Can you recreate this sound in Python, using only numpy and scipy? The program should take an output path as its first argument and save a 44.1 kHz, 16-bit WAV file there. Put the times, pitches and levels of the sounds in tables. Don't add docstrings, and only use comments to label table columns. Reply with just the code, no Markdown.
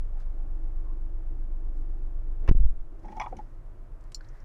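import sys
import numpy as np
from scipy import signal
from scipy.fft import rfft, irfft, next_fast_len
from scipy.io import wavfile
from scipy.ndimage import uniform_filter1d

SR = 44100
rng = np.random.default_rng(int(sys.argv[2]) if len(sys.argv) > 2 else 0)


def wav_out(sig):
    wavfile.write(sys.argv[1], SR, np.round(np.clip(np.atleast_2d(sig).T, -1, 1) * 32767).astype(np.int16))


N = 195848
T = np.arange(N) / SR
FREQS = np.maximum(np.fft.rfftfreq(next_fast_len(N, True), 1 / SR), 1)


def undb(db):
    return 10 ** (np.asarray(db) / 20)


def level(x, db):
    return x * undb(db) / np.sqrt(np.mean(x ** 2))


def burst_level(x, db):
    return x * undb(db) / np.sqrt(np.sum(x ** 2) / (SR / 40))


def walk(rate):
    k = int(SR / rate)
    steps = rng.standard_normal(2000)[np.arange(N) // k]
    return 1.3 * uniform_filter1d(uniform_filter1d(steps, k), k)


def coloured(points):
    hz, db = np.transpose(points)
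    white = rfft(rng.standard_normal(next_fast_len(N, True)))
    return irfft(white * undb(np.interp(np.log(FREQS), np.log(hz), db)))[:N]


def ring(x, modes):
    out = 0
    for hz, width, db in modes:
        b, a = signal.iirpeak(min(hz, .45 * SR), hz / min(1.5 * width, SR / 4), fs=SR)
        once = signal.lfilter(b, a, x)
        out = out + undb(db) * signal.lfilter(b, a, once)
    return out


def muffle(x, hz):
    return signal.sosfilt(signal.butter(2, min(hz, .45 * SR), fs=SR, output="sos"), x)


def contact(decay, tail_db, tail_t60):
    t = T[:SR // 5]
    envelope = np.exp(-t / decay) + undb(tail_db - 60 * t / tail_t60)
    force = rng.standard_normal(len(t)) * envelope
    force[0] += 0.29 * np.sqrt(np.sum(force ** 2))
    return force


def add(out, s, x):
    i = int(s * SR)
    out[i:i + len(x)] += x[:N - i]


def spells(rows, attack, release):
    gain = 0
    for start, stop, db in rows:
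        rise = np.clip((T - start) / attack, 0, 1)
        gain = gain + undb(db) * rise * np.exp(-np.maximum(T - stop, 0) / release)
    return gain


# time in seconds, tension from 0 to 1.
LATCH_TENSION = [(3.17, 0.02), (3.23, 1), (3.29, 1), (3.32, 0)]


def tension(s):
    return np.interp(s, *np.transpose(LATCH_TENSION))


SHUT_S = 2.494
# frequency in Hz, relative level in dB, decay time t60 in seconds.
CABIN_MODES = [(6.03, 15, 0.393), (12.86, 1.5, 0.68), (31.95, -3.5, 0.61), (49.2, 1.5, .25)]


def squeeze(push_s=0.0044):
    t = np.maximum(T - SHUT_S, 0)
    swing = sum(undb(db - 60 * t / t60) * np.sin(2 * np.pi * hz * t) for hz, db, t60 in CABIN_MODES)
    push = signal.windows.gaussian(SR // 16, push_s * SR)
    return signal.fftconvolve(swing, push / push.sum(), "same")


MIC_LIMIT = 0.76


def overload(pressure):
    return (1 + (pressure / MIC_LIMIT) ** 8) ** (-1 / 8)


# time in seconds, relative push in dB, rise in seconds, thud level in dB.
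GATE_JOLTS = [(2.512, -6.3, .0021, -45.5), (2.549, -9, .007, -46), (2.6025, -26, .007, -48),
              (2.631, -25, .013, -60)]


def thump(pressure, low_cut_hz=10, jolt_top_hz=1000):
    pressure = muffle(pressure * overload(pressure), 900)
    for k, (s, db, rise, _) in enumerate(GATE_JOLTS):
        push = np.sin(np.pi / 2 * np.clip((T - s) / rise, 0, 1))
        pressure = pressure - (-1) ** k * undb(db) * muffle(push, jolt_top_hz)
    leak = signal.butter(1, low_cut_hz, "high", fs=SR)
    return signal.lfilter(*leak, signal.lfilter(*leak, pressure))


STRIKE_TOUCH_S, STRIKE_SEAT_S, STRIKE_DB = 2.478, 2.496, -27.5
STRIKE_SWELL_DB_PER_S, STRIKE_FADE_DB_PER_S, STRIKE_LEAD_DB = 650, 10000, -14
# frequency in Hz, width in Hz, relative level in dB.
GATE_SKIN = [(340, 300, 0), (600, 160, -12), (1030, 110, -13), (1250, 130, -10), (1550, 100, -17),
             (1950, 130, -9), (2580, 140, -13)]
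# time in seconds, level in dB, top frequency in Hz.
CLAW_CLACKS = [(2.4775, -49, 2400), (2.489, -43, 6000)]
# frequency in Hz, width in Hz, relative level in dB.
CLAW_MODES = [(1150, 300, -1), (1950, 300, 0), (2600, 300, -5), (5200, 500, -15), (5950, 500, -16)]


def strike(tilt_db=-3.5, metal_db=-12, skin_db=-.5, rebound_db=-44):
    early = STRIKE_SEAT_S - T
    drop_db = np.maximum(STRIKE_SWELL_DB_PER_S * early, -STRIKE_FADE_DB_PER_S * early)
    force_db = STRIKE_DB - drop_db + STRIKE_LEAD_DB * (T < STRIKE_TOUCH_S)
    modes = [(hz, width, db + tilt_db * max(np.log2(hz / 2000), 0))
             for hz, width, db in LATCH_MODES if hz > MODE_FAMILIES[0][1]]
    metal = muffle(ring(rng.standard_normal(N), modes), 3200)
    skin = ring(rng.standard_normal(N), GATE_SKIN)
    out = (level(metal, metal_db) + level(skin, skin_db)) * undb(force_db)
    knock_modes = [(470, 200, 1), (1200, 400, -12), (2400, 440, -28)]
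    knock = ring(contact(0.0014, tail_db=-45, tail_t60=.03), knock_modes)
    add(out, GATE_JOLTS[0][0], burst_level(muffle(knock, 2000), rebound_db))
    for s, db, top_hz in CLAW_CLACKS:
        clack = ring(contact(.0022, tail_db=-50, tail_t60=.02), CLAW_MODES)
        add(out, s, burst_level(muffle(clack, top_hz), db))
    return out


# frequency in Hz, width in Hz, relative level in dB.
GATE_PANEL_MODES = [(118, 39, 1.5), (165, 50, -5), (330, 110, -16)]
# time in seconds, level in dB.
PANEL_SHUDDERS = [(2.590, -42), (2.668, -52), (2.728, -55)]


def thuds():
    out = np.zeros(N)
    jolt_thuds = [(row[0], row[-1]) for row in GATE_JOLTS]
    for s, db in jolt_thuds + PANEL_SHUDDERS:
        thud = ring(contact(0.0047, tail_db=-22, tail_t60=0.091), GATE_PANEL_MODES)
        add(out, s, burst_level(muffle(thud, 600), db))
    return out


BOOM_S, BOOM_RISE_S = 2.603, .024
# frequency in Hz, level in dB.
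BOOM_MODES = [(49, -17.5), (68, -28), (105, -40)]


def boom():
    t = np.maximum(T - BOOM_S, 0)
    swell = t / BOOM_RISE_S * np.exp(1 - t / BOOM_RISE_S)
    return -swell * sum(undb(db) * np.sin(2 * np.pi * hz * t) for hz, db in BOOM_MODES)


# frequency in Hz, width in Hz, relative level in dB.
LATCH_MODES = [(300, 125, -2), (518, 58, -1), (775, 48, -2.5), (845, 50, 2), (978, 52, 2.5), (1120, 55, -5),
               (1245, 54, -6), (1735, 70, -11), (1925, 70, -.5), (2100, 80, -2), (2260, 110, 3),
               (2420, 90, -4), (2910, 90, -14), (3370, 100, -8), (4100, 160, -12), (5130, 180, -4),
               (5530, 140, -11), (5850, 180, -.5), (7040, 600, -22), (10000, 2000, -30)]
# lowest frequency in Hz, highest frequency in Hz.
MODE_FAMILIES = [(0, 650), (650, 920), (920, 1600), (1600, 3800), (3800, 20000)]
# response in dB with the latch slack, response in dB under full tension.
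FAMILY_RESPONSE = [(-21, -24), (-0.5, 0), (-18, 5), (-17, -1.5), (-31.5, -16)]
# time in seconds, level in dB before tilt and response, tilt in dB per octave, decay in seconds.
LATCH_KNOCKS = [(3.046, -48, -5, .006), (3.082, -47, 0, 0.005), (3.119, -47, -1.5, .006),
                (3.170, -40, -6, .003), (3.198, -34, 1.63, 0.0028), (3.212, -37.5, -.7, .006),
                (3.234, -46, -9.5, .011), (3.260, -40.5, -10, .0025), (3.388, -42, -8, .003)]
KNOCK_PIVOT_HZ = 830
KNOCK_DETUNE = .01
STOP_S, STOP_DB, STOP_DECAY_S = 3.324, -39.5, 0.0053
# frequency in Hz, width in Hz, relative level in dB.
LEVER_MODES = [(307, 105, -9), (505, 55, 1), (760, 65, -2), (1140, 140, -22), (2300, 180, -31)]


def latch():
    out = np.zeros(N)
    for s, db, tilt, decay in LATCH_KNOCKS:
        force = contact(decay, tail_db=-22, tail_t60=.1)
        for (lo, hi), (slack_db, tense_db) in zip(MODE_FAMILIES, FAMILY_RESPONSE):
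            modes = [(hz * (1 + KNOCK_DETUNE * rng.standard_normal()), width, mode_db)
                     for hz, width, mode_db in LATCH_MODES if lo <= hz < hi]
            octaves = np.mean([np.log2(mode[0] / KNOCK_PIVOT_HZ) for mode in modes])
            response_db = slack_db + (tense_db - slack_db) * tension(s)
            knock = muffle(ring(force, modes), 2 * hi)
            add(out, s, burst_level(knock, db + tilt * octaves + response_db))
    lever = ring(contact(STOP_DECAY_S, tail_db=-17, tail_t60=0.11), LEVER_MODES)
    add(out, STOP_S, burst_level(muffle(lever, 2100), STOP_DB))
    return out


# time in seconds, level in dB, decay in seconds.
TOOTH_CLICKS = [(3.054, -77, .003), (3.121, -75, .003), (3.167, -69.5, .0015), (3.367, -63.5, .005),
                (3.386, -70, .004)]
# frequency in Hz, width in Hz, relative level in dB.
PAWL_MODES = [(2220, 160, 4), (3000, 300, -5), (4200, 500, -10), (5615, 260, -3), (5975, 260, -2),
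              (6508, 300, -4), (8000, 1500, -19), (10410, 500, -15)]


def pawl():
    out = np.zeros(N)
    for s, db, decay in TOOTH_CLICKS:
        add(out, s, burst_level(ring(contact(decay, tail_db=-22, tail_t60=.05), PAWL_MODES), db))
    return out


MOTOR_HZ = 321
MOTOR_ATTACK_S, MOTOR_RELEASE_S, MOTOR_WANDER_DB = 0.049, .07, .6
CINCH_ATTACK_S, CINCH_RELEASE_S = 0.028, 0.028
STALL_DB = -16
# start in seconds, stop in seconds, level in dB before uneven loudness and stall.
MOTOR_RUNS = [(.275, 2.5, -57), (2.65, 2.86, -65), (2.88, 3.42, -59.5)]
# time in seconds, relative level in dB.
MOTOR_LOUDNESS = [(.3, 0), (.8, -1), (.92, 2.5), (1.2, -.5), (1.31, 4.5), (1.45, -2.5), (1.8, 2),
                  (2.2, -1.5), (2.45, 0)]
# frequency in Hz, width in Hz, relative level in dB.
DRIVE_PANELS = [(280.7, 53, 1.5), (323.6, 50, 1.5), (376.4, 45, -6), (624, 90, -23), (766, 55, -8.5),
                (1060, 69, -23.5), (1300, 100, -25)]
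# start in seconds, stop in seconds, level in dB before stall.
CINCH_RUNS = [(3.02, 3.385, -52)]
# frequency in Hz, width in Hz, relative level in dB.
GEAR_HOUSING = [(215, 90, 3), (330, 90, -1), (500, 76, -9), (850, 70, -9)]


def motor():
    phase = 2 * np.pi * np.cumsum(MOTOR_HZ * (1 + 0.0058 * walk(14))) / SR
    tone = level(np.sin(phase) * undb(1.8 * walk(18)), -4)
    gears = level(ring(rng.standard_normal(N), DRIVE_PANELS) * undb(1.2 * walk(12)), -3.5)
    loudness_db = np.interp(T, *np.transpose(MOTOR_LOUDNESS)) + MOTOR_WANDER_DB * walk(4)
    drive = (tone + gears) * undb(loudness_db) * spells(MOTOR_RUNS, MOTOR_ATTACK_S, MOTOR_RELEASE_S)
    grind = level(ring(rng.standard_normal(N), GEAR_HOUSING), 0)
    cinch = grind * spells(CINCH_RUNS, CINCH_ATTACK_S, CINCH_RELEASE_S)
    return (drive + cinch) * undb(STALL_DB * tension(T))


# time in seconds, frequency in Hz, level in dB above their grinding before it stalls.
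GEAR_WHINE = [(3.04, 830, -7), (3.1, 790, -4), (3.16, 875, 1), (3.22, 940, 4), (3.265, 1020, 4),
              (3.29, 900, -11), (3.39, 860, -9)]
WHINE_JITTER, WHINE_ROUGH_DB = .04, 5


def cinch_whine():
    times, hz_points, db_points = np.transpose(GEAR_WHINE)
    hz = np.interp(T, times, hz_points)
    db = np.interp(T, times, db_points)
    phase = 2 * np.pi * np.cumsum(hz * (1 + WHINE_JITTER * walk(80))) / SR
    tone = level(np.sin(phase) * undb(WHINE_ROUGH_DB * walk(140)), 0)
    return tone * undb(db) * spells(CINCH_RUNS, CINCH_ATTACK_S, CINCH_RELEASE_S)


# time in seconds, level in dB.
SEAL_RUB = [(2.92, -90), (3.05, -78), (3.16, -78), (3.215, -68), (3.25, -76), (3.355, -82), (3.385, -73),
            (3.41, -82), (3.55, -90)]
# frequency in Hz, relative density in dB per Hz.
SEAL_SPECTRUM = [(1000, -22), (2400, 1.5), (4000, -3), (6200, 0.5), (8000, -8), (11000, -14), (14000, -28)]


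def seal():
    hiss = level(coloured(SEAL_SPECTRUM) * undb(3.5 * walk(150)), 0)
    return hiss * undb(np.interp(T, *np.transpose(SEAL_RUB), left=-np.inf, right=-np.inf))


# frequency in Hz, width in Hz, relative level in dB.
CLICK_MODES = [(4270, 160, 0), (4540, 230, -6), (5230, 250, -3), (5480, 200, 0), (6080, 91, -9),
               (7100, 140, -4), (7970, 120, -13), (9500, 200, -24), (10500, 410, -26), (14650, 200, -27)]
# time in seconds, level in dB, frequency in Hz, width in Hz.
TRIM_TICKS = [(.201, -76, 5200, 3000), (.206, -68, 1450, 400), (4.009, -79, 5500, 4000),
              (4.040, -79, 5500, 3000), (4.120, -65, 2000, 3000), (4.120, -69, 6500, 3000),
              (4.208, -58, 1450, 280), (4.209, -71, 4300, 1000), (4.246, -73, 4300, 1200),
              (4.287, -70, 5950, 1100), (4.402, -75, 5600, 800)]
TICK_DECAY_S = .0026
# time in seconds, level in dB, frequency in Hz, width in Hz, length in seconds.
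SOFT_RUBS = [(0.111, -58.5, 773, 100, .11), (.14, -63, 1200, 600, 0.13), (.19, -72, 3000, 3500, .05),
             (.36, -61, 757, 120, 0.11), (.82, -60.5, 1046, 89.5, .16), (1.72, -78, 6000, 4000, 0.12),
             (2.405, -50, 270, 260, .085)]


def clicks(click_s=4.1455, click_db=-42, chatter_s=.007, chatter_db=-12, crack_db=-22):
    out, t = np.zeros(N), T[:SR // 5]
    force = contact(0.0012, tail_db=-21, tail_t60=0.085)
    chatter = contact(0.0042, tail_db=-22, tail_t60=.04)[:SR // 10]
    add(force, chatter_s, undb(chatter_db) * chatter)
    click = ring(force, CLICK_MODES) + undb(crack_db) * muffle(force, 6000)
    low_cut = signal.butter(2, 3500, "high", fs=SR, output="sos")
    add(out, click_s, burst_level(signal.sosfilt(low_cut, click), click_db))
    for s, db, hz, width in TRIM_TICKS:
        tick = ring(contact(TICK_DECAY_S, tail_db=-14, tail_t60=0.1), [(hz, width, 0)])
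        add(out, s, burst_level(tick, db))
    for s, db, hz, width, length in SOFT_RUBS:
        swell = np.sin(np.pi * np.minimum(t / length, 1))
        rub = ring(swell * rng.standard_normal(len(t)), [(hz, width, 0)])
        add(out, s, burst_level(rub, db))
    return out


# multiple of the cycle rate, level in dB with the gate open, level in dB with it shut.
ENGINE_ORDERS = [(2, -42, -59.5), (3, -28.5, -40.5), (4, -46, -48), (6, -44, -65), (9, -66, -64),
                 (12, -61.5, -64.5)]
CYCLE_HZ = 7.92


def engine(gate_open):
    turns = np.cumsum(CYCLE_HZ * (1 + .002 * walk(2.93))) / SR
    out = 0
    for order, open_db, shut_db in ENGINE_ORDERS:
        db = shut_db + (open_db - shut_db) * gate_open + .8 * walk(4.3)
        out = out + np.sqrt(2) * undb(db) * np.sin(2 * np.pi * (round(order) * turns + rng.random()))
    return out


# frequency in Hz, relative density in dB per Hz.
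CABIN_AIR = [(24, -34.5), (40, -2), (54, -24.5), (91, -15.5), (135, -17.5), (153, -31.5), (196, -30),
             (263, -34), (321, -26.5), (454, -35.5), (643, -33), (728, -38), (1170, -40.5), (3740, -63.5),
             (11000, -68), (15000, -75)]
AIR_DB = -49.5
# frequency in Hz, relative density in dB per Hz.
OUTSIDE_AIR = [(10, -8.5), (18, 1.5), (30, -7.5), (60, -2), (100, -20), (180, -36), (700, -36), (2000, -59),
               (6000, -69.5), (14000, -100)]
# start in seconds, stop in seconds, level in dB.
RUSTLE_SPELLS = [(3.0, 3.42, -70), (3.98, 4.08, -74), (4.19, 4.44, -67)]
RUSTLE_ATTACK_S, RUSTLE_RELEASE_S = .06, 0.12


def air(gate_open):
    cabin = level(coloured(CABIN_AIR) * undb(.5 * walk(4.5)), AIR_DB)
    outside = level(coloured(OUTSIDE_AIR) * undb(1.7 * walk(3.4)), -46) * gate_open
    rustle = coloured([(300, -18), (900, -0.5), (1900, 1.0), (2400, -14), (3300, -20), (5000, -17),
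                       (8000, -25), (14000, -33.0)])
    rustle = level(rustle * undb(1.8 * walk(30)), 0)
    return cabin + outside + rustle * spells(RUSTLE_SPELLS, RUSTLE_ATTACK_S, RUSTLE_RELEASE_S)


def scene():
    gate_open = np.clip((2.62 - T) / 0.11, 0, 1)
    pressure = squeeze()
    steady = (engine(gate_open) + air(gate_open) + motor()) * np.maximum(overload(pressure), .4)
    shut = undb(1.2) * thump(pressure) + boom() + thuds() + strike()
    return (steady + shut + latch() + pawl() + cinch_whine() + seal() + clicks())[None]


TOP_HZ = 15300


def record(dry):
    return signal.sosfilt(signal.ellip(8, .2, 70, TOP_HZ, fs=SR, output="sos"), dry)


dry = scene()
out = record(dry)
wav_out(out)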